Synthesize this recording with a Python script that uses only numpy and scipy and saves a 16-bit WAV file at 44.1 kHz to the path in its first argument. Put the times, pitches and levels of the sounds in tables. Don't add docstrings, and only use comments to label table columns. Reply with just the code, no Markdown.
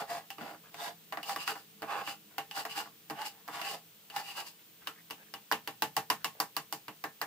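import sys
import numpy as np
from scipy import signal
from scipy.fft import rfft, irfft, next_fast_len
from scipy.io import wavfile
from scipy.ndimage import uniform_filter1d

SR = 44100
rng = np.random.default_rng(int(sys.argv[2]) if len(sys.argv) > 2 else 0)


def to_wav(sig):
    pcm = np.clip(np.atleast_2d(sig), -1, 1) * 32767
    pcm = np.round(pcm).astype(np.int16)
    wavfile.write(sys.argv[1], SR, pcm.T)


N = 320166


def amp(db):
    return np.exp(np.asarray(db) * (np.log(10) / 20))


def unit(x):
    return x / np.sqrt(np.mean(x ** 2) + 1e-20)


def read(points, hz):
    f, value = np.transpose(points)
    return np.interp(np.log(hz + 1), np.log(f + 1), value)


def add(mix, s, sound):
    part = mix[:, max(round(s * SR), 0):][:, :sound.shape[1]]
    part += sound[:, :part.shape[1]]


def tint(x, points):
    size = next_fast_len(x.shape[-1] + 512)
    gain = amp(read(points, np.fft.rfftfreq(size, 1 / SR)))
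    return irfft(rfft(x, size) * gain, size)[..., :x.shape[-1]]


def noise(gain, size):
    # (frequency [Hz], correlation [0 to 1])
    likeness = [(30, 0.24), (120, 0.83), (500, 0.85), (1000, 0.5), (2000, 0.077), (5000, 0.23),
                (12000, 0.09)]
    full = next_fast_len(size)
    hz = np.fft.rfftfreq(full, 1 / SR)
    shared, apart = rfft(rng.standard_normal((2, full)))
    same = read(likeness, hz)
    spectrum = shared * np.sqrt(1 + same) + np.array([[1], [-1]]) * apart * np.sqrt(1 - same)
    return unit(irfft(spectrum * gain(hz), full)[:, :size])


def wash(points, size):
    return noise(lambda hz: amp(read(points, hz)), size)


def whistle(peaks, size):
    return noise(lambda hz: sum(amp(db) / (1 + ((hz - f) / width * 2) ** 2)
                                for f, width, db in peaks), size)


def kitchen(hiss_db=-59.5):
    # (frequency [Hz], relative level [dB])
    hiss_tone = [(30, -14), (70, -27), (110, 4.5), (250, -1), (500, -2.5), (1000, -4), (2000, -2.5),
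                 (3000, 1.5), (5500, -4), (10000, -4), (11200, -6), (13000, -3.5), (14500, 4), (15400, -8),
                 (16000, -24)]
    # (pitch [Hz], width [Hz], relative level [dB])
    drone_notes = [(109, 11, -16), (165.3, 10, 1), (208.5, 24, -4), (310, 30, -7.5), (445, 39, -8)]
    # (time [s], level [dB])
    drone_levels = [(0, -69.5), (1.0, -66), (2.6, -65.5), (3.6, -69), (4.5, -70.5), (5.3, -68), (7.26, -71)]
    drone_db = np.interp(np.arange(N) / SR, *np.transpose(drone_levels))
    return amp(hiss_db) * wash(hiss_tone, N) + amp(drone_db) * whistle(drone_notes, N)


def pressure(t, swell, hold, swell_db=27, sag_db_per_s=29.5, release_db_per_s=370):
    rise_db = swell_db * np.minimum(t, 0) / swell
    return amp(rise_db - sag_db_per_s * np.clip(t, 0, hold) - release_db_per_s * np.maximum(t - hold, 0))


def pan_blow(spot_hz, crack_db, notes_db, crack_fade_s, spot_db, spot_width):
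    # (pitch [Hz], relative level [dB], time to fade 60 dB [s])
    pan_notes = [(136.8, -14.5, 0.17), (226.3, -20.5, 0.2), (307.7, -2, 0.098), (443, -7.5, 0.15),
                 (659, -13.5, 0.13), (697.4, -9.5, 0.14), (800.6, -3.5, 0.15), (864.7, -9, 0.15),
                 (984, -5, 0.083), (1090.5, -11, 0.16), (1140, -1.5, 0.095), (1207, 11, 0.0055),
                 (1380, -13, 0.1), (1589, -10, 0.12), (1784, -11.5, 0.2), (1860, -25.5, 0.14),
                 (2020, -10, 0.1), (2210, -22, 0.056), (2706, -12.5, .12), (2885, -8, 0.069),
                 (3000, -15.5, 0.11), (3590, -17, 0.09), (4100, -51, 0.078), (4890, -0.5, 0.019),
                 (4680, -4, 0.042)]
    # (frequency [Hz], relative level [dB])
    crack_tone = [(300, -29), (800, -23.5), (1500, 10.5), (3000, -2.5), (5000, 6), (6500, -9.5),
                  (10000, -11), (13000, -1.5), (15000, -20), (16000, -8)]
    # (frequency [Hz], relative level [dB])
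    ring_tone = [(40, -39), (90, -16.5), (140, 1), (370, -6), (550, -2.5), (900, 1.5), (1800, -2),
                 (3400, -9.5), (4800, -7), (6000, -11), (10000, -18.5), (13000, -13.5), (15000, -23),
                 (16000, -39)]
    # (frequency [Hz], time to fade 60 dB [s])
    ring_fades = [(150, 0.22), (400, 0.15), (1000, 0.16), (3000, 0.16), (12000, 0.16)]
    size, build_cycles, scatter_db, detune = 10000, 3.67, 2.5, 0.0067
    t = np.arange(size) / SR
    favour = lambda hz: spot_db * np.exp(-(np.log((hz + 1) / spot_hz) / spot_width) ** 2)
    crack = amp(crack_db - 60 * t / crack_fade_s) * wash(crack_tone, size)

    dense = noise(lambda hz: amp(read(ring_tone, hz) + favour(hz)), size)
    hz, when, bands = signal.stft(dense, SR, nperseg=256)
    bass_rise = 1 - np.exp(-(when + 0.00045) * (hz[:, None] + 60) / build_cycles)
    decay = amp(-60 * when / read(ring_fades, hz)[:, None])
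    ring = signal.istft(bands * bass_rise * decay, SR, nperseg=256)[1][:, :size]

    note_hz, db, fade_s = np.transpose(pan_notes)[:, :, None]
    scatter, load, phase = rng.standard_normal((len(pan_notes), 3)).T[:, :, None]
    rise = np.where(note_hz < 600, 1 - np.exp(-t * note_hz / build_cycles), 1)
    level = rise * amp(db + favour(note_hz) + scatter_db * scatter - 60 * t / fade_s)
    shifted_hz = note_hz * (1 + detune * load)
    notes = level * np.sin(2 * np.pi * shifted_hz * t + 2 * phase)
    contact = 1 - np.exp(-t / 0.00026)
    return (crack + ring + amp(notes_db) * notes.sum(0)) * contact


def slips(per_s, spread_db, size):
    chance, strength, sign = rng.random(size), rng.exponential(1, size), rng.choice([-1, 1], size)
    return (chance < per_s / SR) * sign * amp(spread_db * np.minimum(strength, 3))


def catches(size, fade_s=0.0034):
    jolts = abs(slips(per_s=90, spread_db=3, size=size))
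    surges = signal.lfilter([1], [1, -np.exp(-1 / (fade_s * SR))], jolts)
    return 1.5 + 0.42 * surges


def patchy(x, depth_db, width_hz=220, step_hz=40):
    hz = np.arange(0, SR / 2, step_hz)
    smoothing = signal.butter(2, step_hz / width_hz, output="sos")
    bumps = signal.sosfiltfilt(smoothing, rng.standard_normal(len(hz)))
    return tint(x, np.transpose([hz, depth_db * unit(bumps)]))


def scrapes(rumble_db=-2, grind_db=-2, squeal_db=-3, rasp_db=3, blade_hz=2850):
    # (time of full pressure [s], swell [s], hold [s], relative levels of
    # grind, rumble, squeal and rasp [dB], pan's pitch at that spot [Hz], squeal pitch [Hz])
    pushes = [(0.004, 0.02, 0.0091, -36.5, -36.5, -58, -50, 675, 2730),
              (0.103, 0.047, 0.073, -38.5, -38, -61, -49.5, 715, 2730),
              (0.411, 0.041, .11, -45.5, -45, -72, -58.5, 715, 2680),
              (0.814, 0.095, 0.072, -41.5, -43, -46.5, -48.5, 720, 3670),
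              (1.29, 0.08, 0.033, -41.5, -46, -45, -43.5, 836, 2864),
              (1.407, 0.054, .025, -46, -59, -38.5, -48.5, 1290, 2880),
              (1.478, 0.029, 0.029, -39, -44.5, -39, -42.5, 1470, 2840),
              (1.557, .02, 0.048, -65, -64, -59, -59.5, 1370, 2820),
              (1.913, 0.093, 0.1, -34.5, -43.5, -55, -54, 1120, 2600),
              (2.079, 0.075, 0.038, -45, -56, -41.5, -48, 1320, 2870),
              (2.569, 0.054, 0.035, -38, -45, -43, -44, 835, 2880),
              (2.7, 0.022, 0.029, -49, -71, -40.5, -52, 745, 2880),
              (2.769, 0.043, 0.037, -36.5, -48, -41.5, -44, 780, 2850),
              (2.85, .03, 0.021, -64, -66, -67, -65, 800, 2850),
              (3.2, 0.11, 0.041, -40, -48, -49.5, -55.5, 890, 2860),
              (3.262, .04, 0.0067, -43.5, -58, -41, -44.5, 850, 2830),
              (3.547, .08, 0.066, -38.5, -48, -51, -50, 740, 2820),
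              (3.654, 0.06, 0.036, -42.5, -55, -37.5, -46, 696, 2860),
              (3.707, 0.073, 0.041, -44, -44.5, -46.5, -48, 740, 2920),
              (4.166, 0.06, 0.038, -38.5, -48.5, -57, -48, 840, 2850),
              (4.3, 0.22, .015, -48.5, -64, -44, -50.5, 930, 2836),
              (4.375, 0.054, 0.033, -42, -49.5, -42, -46, 990, 2870),
              (4.472, 0.047, 0.0065, -52, -64, -49, -50, 1080, 2800)]
    # (pitch [Hz], width [Hz], relative level [dB])
    blade_notes = [(2690, 570, -4), (2877, 63, 3), (4830, 130, -6.5)]
    # (frequency [Hz], gain [dB])
    rumble_tone = [(60, -17), (140, -8), (230, -3), (310, -4), (450, 2), (700, 2.5), (780, -4), (1100, -25)]
    # (frequency [Hz], gain [dB])
    grind_tone = [(500, -43), (700, -10), (820, 5), (1200, 1.5), (2200, -0.5), (3500, -1.5), (5000, -35),
                  (8000, -42)]
    # (frequency [Hz], relative level [dB])
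    rasp_tone = [(1500, -17.5), (3200, -5), (3800, -3), (4400, 0), (4900, 3), (5600, -6), (6500, -5.5),
                 (8000, -5), (10000, -9.5), (11300, -7), (13500, -8), (15000, -13), (16000, -27)]
    out = np.zeros((2, N))
    size, lead = 15000, 5000
    t = (np.arange(size) - lead) / SR
    for s, swell, hold, grind, rumble, squeal, rasp, spot_hz, squeal_hz in pushes:
        bent = [(hz * squeal_hz / blade_hz, width, db) for hz, width, db in blade_notes]
        press = pressure(t, swell, hold)
        early = pressure(t + 0.0024, swell, hold)
        late = pressure(t - 0.0091, swell, hold)
        blow = pan_blow(spot_hz, crack_db=11.5, notes_db=-3.5, crack_fade_s=0.018,
                        spot_db=5.5, spot_width=0.074)
        jolts = slips(per_s=600, spread_db=3.5, size=size + blow.shape[1] - 1)
        shaken = signal.fftconvolve(jolts[None], blow, "valid", axes=1)
        grit = amp(unit(uniform_filter1d(rng.standard_normal(size), size=60)))
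        rasping = catches(size) * grit * patchy(wash(rasp_tone, size), depth_db=-0.5)
        sound = amp(rumble + rumble_db) * late * unit(tint(shaken, rumble_tone))
        sound += amp(grind + grind_db) * press * unit(tint(shaken, grind_tone))
        sound += amp(rasp + rasp_db) * press * unit(rasping)
        sound += amp(squeal + squeal_db) * early * unit(grit * whistle(bent, size))
        add(out, s + t[0], sound[:, s + t >= 0])
    return out


def knocks(broad_share=0.33, ping_db=-3.5, tick_db=2.5):
    # (time [s], gain [dB], extra thump [dB], extra blade ring [dB],
    # hardness of the contact [dB], pan's pitch at that spot [Hz])
    landings = [(0.3035, -46, -4, 12, 5.5, 770), (0.383, -44, 7, 0.5, -12, 804),
                (0.546, -53, 7, -17, -14, 1400), (0.7435, -48, 0, 5.5, -1.5, 714),
                (1.1238, -34, -4, -3.5, -9.5, 660), (1.1721, -35.5, -1.5, -6, -12, 695),
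                (1.23, -48.5, -4, 22.5, 6.5, 740), (1.294, -34, -29, -3, -19, 810),
                (1.3612, -37, 2, -0.5, -0.5, 1090), (1.477, -30, -16, 2.5, -2.5, 1470),
                (1.5546, -41.5, -5, -20, -11, 1490), (1.8202, -42, 7.5, 1, -3, 660),
                (1.829, -39.5, 5.5, -2, -12, 670), (1.9939, -47.5, 12, -15, -15, 1190),
                (2.0751, -37.5, 1.5, 4, -14, 1410), (2.382, -35.5, 0, 7.5, -0.5, 755),
                (2.5117, -50, -17, 19.5, 6, 820), (2.575, -38.5, -3.5, -19, -13, 800),
                (2.6517, -36.5, -4, -3, -2, 694), (2.7751, -45, -0.5, 18, -11, 800),
                (2.8569, -51, -1, -5, -12, 1320), (2.873, -54.5, 5, 0, -12, 1100),
                (3.099, -42, 9, 5.5, 0, 765), (3.107, -38, 3, -24, -8, 780),
                (3.2172, -41.5, -24, 3, -0.5, 880), (3.4785, -44, -6, -4, 0, 805),
                (3.485, -41, 3, -12, -19, 810), (3.6153, -38, -3, 9, -1, 704), (4.1, -53, 3.5, 19, 4, 760),
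                (4.1626, -36, -5, 3.5, 0, 850), (4.872, -38.5, -1.5, 10, 2.5, 1370),
                (5.1011, -54, 11, 11, 5, 940), (5.108, -44.5, 5, 15, 5.5, 930),
                (5.3387, -43.5, 3, 12, 2.5, 880), (5.5144, -27, -3.5, -11, -5.5, 1000),
                (5.5231, -32, 2.5, 12, 2, 980), (5.675, -38, 3, 9.5, 2, 860),
                (5.8218, -29.5, 2.5, 6.5, 3, 870), (5.9662, -28.5, -1.5, 3, 2, 884),
                (6.101, -27.5, -0.5, 4.5, 2.5, 1030), (6.2447, -33, -3, 9, 4.5, 1080),
                (6.4015, -30.5, 1, -1.5, 5, 1000), (6.566, -34.5, 2, 6, 5.5, 1080),
                (6.7255, -39, 3, 5, 8.5, 870), (6.8818, -42.5, 7, 6, -3, 990),
                (7.0395, -34, 1.5, -4, -4, 1700), (7.2148, -32, -2.5, -1, -1, 1680)]
    out = np.zeros((2, N))
    for s, db, thump, blade, hard, spot_hz in landings:
        ping, tick = hard + ping_db, hard + tick_db
        lows = [(60, 0), (150, thump), (450, thump), (800, 0), (1700, 0)]
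        highs = [(2350, broad_share * blade), (2850, blade), (3600, broad_share * (blade + ping)),
                 (4850, ping), (7000, hard), (11000, tick)]
        blow = pan_blow(spot_hz, crack_db=12, notes_db=-2, crack_fade_s=0.01,
                        spot_db=6.5, spot_width=0.11)
        add(out, s, amp(db) * tint(blow, lows + highs))
    return out


def plop(at_s=0.405, length_s=0.062, level_db=-50, pitch_hz=237, width_hz=70):
    out, size = np.zeros((2, N)), int(length_s * SR)
    gulp = whistle([(pitch_hz, width_hz, 0)], size) * signal.windows.tukey(size)
    add(out, at_s, amp(level_db) * unit(gulp))
    return out


def smacks(pop_fade_s=0.018, pop_width_hz=1600):
    # (time [s], length [s], level [dB], pitch [Hz])
    partings = [(0.623, 0.082, -63, 1270), (2.29, 0.093, -69, 1170), (3.303, 0.14, -68, 1280),
                (4.582, 0.057, -71, 1980), (4.802, 0.09, -63, 1800), (4.946, 0.075, -64, 1680),
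                (5.17, 0.076, -63, 1330), (5.258, 0.042, -69.5, 1900), (6.195, 0.045, -66, 1290),
                (6.328, 0.14, -63, 1060)]
    out, t = np.zeros((2, N)), np.arange(2000) / SR
    for s, length, db, hz in partings:
        size = int(length * SR)
        pop = whistle([(hz, pop_width_hz, 0)], len(t)) * amp(-60 * t / pop_fade_s)
        cluster = slips(per_s=440, spread_db=2, size=size) * signal.windows.tukey(size)
        add(out, s, amp(db) * unit(signal.fftconvolve(cluster[None], pop, axes=1)))
    return out


def reflected(x, lowest_hz=2000):
    # (left delay [s], right delay [s], gain [dB])
    echoes = [(.0011, 0.0015, -21), (.0027, .00265, -19.5), (.0043, 0.0042, -12.5), (.0069, 0.0043, -15.5),
              (.0098, 0.0098, -17)]
    treble = signal.sosfilt(signal.butter(2, lowest_hz, "high", fs=SR, output="sos"), x)
    out = x.copy()
    for left, right, db in echoes:
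        add(out[:1], left, amp(db) * treble[:1])
        add(out[1:], right, amp(db) * treble[1:])
    return out


def scene():
    return reflected(knocks() + scrapes() + plop() + smacks()) + kitchen()


def record(dry, lag_samples=1.73, low_cut_hz=55, high_cut_hz=15700):
    # (frequency [Hz], gain [dB])
    microphone = [(7000, -0.5), (7800, -0.5), (8700, -1), (9500, -1.5), (10100, -4.5), (11200, 2.5),
                  (12000, -5.5), (13200, 1.5), (14000, -1.5), (14800, 7), (15400, 9)]
    hz = np.fft.rfftfreq(N, 1 / SR)
    lean_db = read([(200, 0.8), (700, -2.5), (2000, 0.082), (12000, 0.52)], hz)
    right_delay = np.exp(-2j * np.pi * hz * lag_samples / SR)
    sides = np.array([amp(lean_db / 2), amp(-lean_db / 2) * right_delay])
    heard = irfft(rfft(dry) * sides * amp(read(microphone, hz)), N)
    heard = signal.sosfilt(signal.butter(2, low_cut_hz, "high", fs=SR, output="sos"), heard)
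    high_cut = signal.firwin(401, high_cut_hz, window=("kaiser", 9), fs=SR)
    return signal.oaconvolve(heard, high_cut[None], "same")


dry = scene()
out = record(dry)
to_wav(out)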